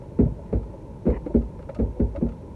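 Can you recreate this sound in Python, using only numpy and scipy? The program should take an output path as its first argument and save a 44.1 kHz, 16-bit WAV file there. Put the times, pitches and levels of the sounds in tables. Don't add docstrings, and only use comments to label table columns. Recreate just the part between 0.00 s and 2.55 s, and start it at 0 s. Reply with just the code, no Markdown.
import sys
import numpy as np
from scipy.fft import rfft, irfft, next_fast_len
from scipy.io import wavfile
from scipy.ndimage import uniform_filter1d, minimum_filter1d, map_coordinates

SR = 44100
rng = np.random.default_rng(int(sys.argv[2]) if len(sys.argv) > 2 else 0)


def to_wav(s):
    ch = np.atleast_2d(s).T
    pcm = np.round(np.clip(ch, -1, 1) * 32767)
    wavfile.write(sys.argv[1], SR, pcm.astype(np.int16))


N = 112455
EVENT_N = SR // 2
EVENT_TIME_S = np.arange(EVENT_N) / SR


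def amp(db):
    return 10 ** (np.asarray(db) / 20)


def unit_rms(x):
    return x / np.sqrt(np.mean(x ** 2) + 1e-20)


def filtered(x, response):
    size = next_fast_len(len(x) + 8192)
    hz = np.fft.rfftfreq(size, 1 / SR)
    return irfft(rfft(x, size) * response(hz), size)[:len(x)]


def noise(spectrum, size):
    points_hz, points_db = np.transpose(spectrum)
    colour = lambda hz: amp(np.interp(np.log(hz + 1), np.log(points_hz + 1), points_db))
    return unit_rms(filtered(rng.standard_normal(size), colour))


def envelope(rise_s, t60_s):
    rise = 1 - np.exp(-(EVENT_TIME_S / rise_s) ** 2)
    return rise * np.exp(-np.log(1000) * EVENT_TIME_S / t60_s)


def ring(modes, rise_s, pitch=1):
    out = np.zeros(EVENT_N)
    for k, (frequency, db, t60_s) in enumerate(modes):
        gain = (-1) ** k * amp(db + rng.standard_normal())
        out += gain * envelope(rise_s, t60_s) * np.sin(2 * np.pi * frequency * pitch * EVENT_TIME_S)
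    return out


def burst(spectrum, rise_s, t60_s):
    return noise(spectrum, EVENT_N) * envelope(rise_s, t60_s)


def add(out, time_s, x):
    part = out[max(round(time_s * SR), 0):][:len(x)]
    part += x[:len(part)]


# (frequency [Hz], relative level [dB])
RUMBLE_SPECTRUM = [(20, -36.5), (30, -13.5), (42, 6.5), (55, 3), (100, 3.5), (135, 0.5), (190, -2.5),
                   (260, -7), (330, -7), (420, -8.5), (580, -10), (750, -28), (900, -15), (1030, -30),
                   (1200, -39), (2000, -88.5)]
HISS_SPECTRUM = [(600, -32.5), (850, 12), (1000, 11), (1130, -5), (1400, -4), (1700, -8.5), (2400, -9.5),
                 (3100, -15.5), (4300, -16.5), (4950, -21), (5500, -17), (7500, -21), (9600, -20.5),
                 (10300, -24.5), (11500, -24.5)]
def background(rumble_db=-38.5, hiss_db=-56.5):
    return amp(rumble_db) * noise(RUMBLE_SPECTRUM, N) + amp(hiss_db) * noise(HISS_SPECTRUM, N)


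# (frequency [Hz], bandwidth [Hz], relative level [dB])
REEL_MODES = [(653, 80, -2.5), (970, 67, 4.5), (1390, 72, -10), (1830, 180, -6.5), (2080, 190, -9),
              (2400, 140, -13.5), (2950, 180, -19.5)]
def reel_housing(hz, cutoff_hz=3300):
    response = 0
    for k, (centre_hz, width_hz, db) in enumerate(REEL_MODES):
        damping = 1j * hz * width_hz
        response += (-1) ** k * amp(db) * damping / (centre_hz ** 2 - hz ** 2 + damping)
    return response / np.sqrt(1 + (hz / cutoff_hz) ** 8)


# (time [s], duration before release [s], level [dB])
BELT_PULLS = [(0.434, 0.12, -64), (1.103, .07, -45.5), (1.128, .036, -46), (1.59, 0.028, -61)]
def webbing(slips_per_s=2500, grip_changes_per_s=220, grip_spread_db=3, rise_s=0.028, t60_s=0.055):
    out, t = np.zeros(N), EVENT_TIME_S
    for time_s, duration_s, db in BELT_PULLS:
        slips = rng.standard_normal(EVENT_N) * (rng.random(EVENT_N) < slips_per_s / SR)
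        grip_db = grip_spread_db * map_coordinates(rng.standard_normal(256), [t * grip_changes_per_s])
        rasp = unit_rms(filtered(slips * amp(grip_db), reel_housing))
        rise = np.minimum(t / rise_s, 1)
        release = np.exp(-np.log(1000) * np.maximum(t - duration_s, 0) / t60_s)
        add(out, time_s, amp(db) * rise * release * rasp)
    return out


# (time [s], level [dB], treble tilt [dB/octave])
BUCKLE_CLICKS = [(.629, -56, 0), (1.41, -55.5, -5), (1.418, -53.5, 0), (1.625, -54, 2), (1.7456, -46, 5.5),
                 (1.749, -45.5, -2), (1.761, -48, -3), (2.159, -45.5, 0.5), (2.287, -49.5, 1.5),
                 (2.318, -52, -1)]
# (frequency [Hz], relative level [dB])
CLICK_SPECTRUM = [(500, -25.5), (1300, 20), (1900, 10.5), (2700, 10.5), (3500, -1.5), (4300, 1.5),
                  (6000, -8), (8500, -11.5), (9500, -21), (12000, -31.5)]
# (frequency [Hz], relative level [dB], t60 [s])
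LATCH_MODES = [(1256, -2, 0.1), (1403, -8.5, 0.055), (2710, -10, 0.046), (3460, -15, 0.049)]
def buckles(rise_s=0.0019, tilt_pivot_hz=2500, latch_offset_db=-1.5):
    out = np.zeros(N)
    for time_s, db, tilt in BUCKLE_CLICKS:
        spectrum = [(hz, level + tilt * np.log2(hz / tilt_pivot_hz)) for hz, level in CLICK_SPECTRUM]
        add(out, time_s, amp(db) * burst(spectrum, rise_s, t60_s=0.045))
        add(out, time_s, amp(db + latch_offset_db) * ring(LATCH_MODES, rise_s))
    return out


# (time [s], pitch [Hz], ring level [dB], contact level [dB])
PLASTIC_KNOCKS = [(.015, 567, -34.5, -56), (.2, 286, -12.5, -57.5), (0.224, 127, -13.5, -54),
                  (0.25, 142.5, -10.5, -54), (.262, 589, -30.5, -65.5), (.312, 125, -20.5, -75.5),
                  (.387, 568, -32, -62), (.43, 73.4, -25, -69), (0.549, 178, -18, -72),
                  (.735, 545, -30.5, -66), (1.051, 334, -18.5, -49.5), (1.08, 499, -24, -47.5),
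                  (1.097, 428.5, -20.5, -39.5), (1.156, 410.5, -31.5, -58), (1.165, 70, -15.5, -64),
                  (1.258, 296, -20, -45.5), (1.261, 501, -24, -56.5), (1.296, 352, -25.5, -62),
                  (1.301, 585, -27.5, -57.5), (1.587, 510, -35, -49), (1.689, 547, -22, -41),
                  (1.759, 600, -30, -62), (1.785, 252.5, -16, -47.5), (1.965, 490, -29.5, -66),
                  (2.147, 566, -24.5, -51.5), (2.158, 569, -25, -41.5), (2.17, 74.3, -16.5, -59),
                  (2.175, 298, -27.5, -67), (2.209, 402, -22, -52), (2.259, 575, -28.5, -49.5)]
# (frequency [multiple of pitch], relative level [dB], t60 [s])
PLASTIC_MODES = [(.72, -6, 0.071), (1, 6.5, 0.063), (1.15, -7, 0.098), (1.55, -5, 0.044)]
# (frequency [Hz], relative level [dB])
CONTACT_SPECTRUM = [(200, -21.5), (700, 0), (1400, 4.5), (1700, -2), (2300, -2.5), (3100, -19.5),
                    (4400, -17.5), (5200, -34), (8000, -30.5), (12000, -45)]
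def knocks():
    out = np.zeros(N)
    for time_s, pitch_hz, ring_db, contact_db in PLASTIC_KNOCKS:
        add(out, time_s, amp(ring_db) * ring(PLASTIC_MODES, rise_s=0.0082, pitch=pitch_hz))
        add(out, time_s, amp(contact_db) * burst(CONTACT_SPECTRUM, rise_s=0.0036, t60_s=0.078))
    return out


# (time [s], low panel [dB], high panel [dB], boom [dB], rattle [dB], contact [dB])
TRIM_THUMPS = [(.187, -8.5, -12, -12, -17, -45), (0.525, -19.5, -26.5, -13, -21, -46.5),
               (1.063, -20, -19, -13, -14.5, -45), (1.341, -11.5, -11.5, -12.5, -21, -46.5),
               (1.792, -16.5, -20.5, -12.5, -20.5, -48), (1.995, -15, -16.5, -13, -22, -49.5),
               (2.218, -13, -20.5, -20, -26.5, -56)]
# (frequency [Hz], relative level [dB], t60 [s])
LOW_PANEL_MODES = [(146, -8.5, 0.22), (186.7, -1.5, 0.11), (231.8, 1, 0.2), (264, -8.5, 0.24)]
HIGH_PANEL_MODES = [(342, 5.5, 0.077), (407.9, 1, 0.13), (448, -21.5, 0.36), (495, -10, 0.11),
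                    (536, -7, 0.1), (593.7, -16.5, 0.16)]
CABIN_AIR_MODES = [(54.5, -4, 0.46), (68.8, 1.5, 0.19), (99.6, -4, 0.23)]
# (frequency [Hz], relative level [dB])
RATTLE_SPECTRUM = [(40, -10.5), (100, -3.5), (170, -5), (300, -4.5), (480, -3.5), (600, -16), (760, -22),
                   (920, -24.5), (1100, -56.5), (1600, -52), (3000, -120)]
def thumps(scuff_lead_s=0.0081, scuff_offset_db=-10, panel_rise_s=0.011, boom_lag_s=0.01):
    out = np.zeros(N)
    for time_s, low_db, high_db, boom_db, rattle_db, contact_db in TRIM_THUMPS:
        scuff = burst(CONTACT_SPECTRUM, rise_s=0.024, t60_s=0.057)
        add(out, time_s - scuff_lead_s, amp(contact_db + scuff_offset_db) * scuff)
        add(out, time_s, amp(low_db) * ring(LOW_PANEL_MODES, panel_rise_s))
        add(out, time_s, amp(high_db) * ring(HIGH_PANEL_MODES, panel_rise_s))
        add(out, time_s + boom_lag_s, amp(boom_db) * ring(CABIN_AIR_MODES, rise_s=0.021))
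        add(out, time_s, amp(rattle_db) * burst(RATTLE_SPECTRUM, rise_s=0.0033, t60_s=0.26))
        add(out, time_s, amp(contact_db) * burst(CONTACT_SPECTRUM, rise_s=0.0023, t60_s=0.16))
    return out


def scene():
    return (thumps() + knocks() + buckles() + webbing() + background())[None]


CEILING_DB, LIMITER_HOLD_S, BAND_LIMIT_HZ = -5, 0.012, 11900
def record(dry):
    x, hold_n = dry[0], int(LIMITER_HOLD_S * SR)
    needed_gain = np.minimum(1, amp(CEILING_DB) / (np.abs(x) + 1e-9))
    held_gain = minimum_filter1d(needed_gain, hold_n)
    smooth_gain = uniform_filter1d(held_gain, hold_n)
    return filtered(x * smooth_gain, lambda hz: hz < BAND_LIMIT_HZ)[None]


dry = scene()
out = record(dry)
to_wav(out)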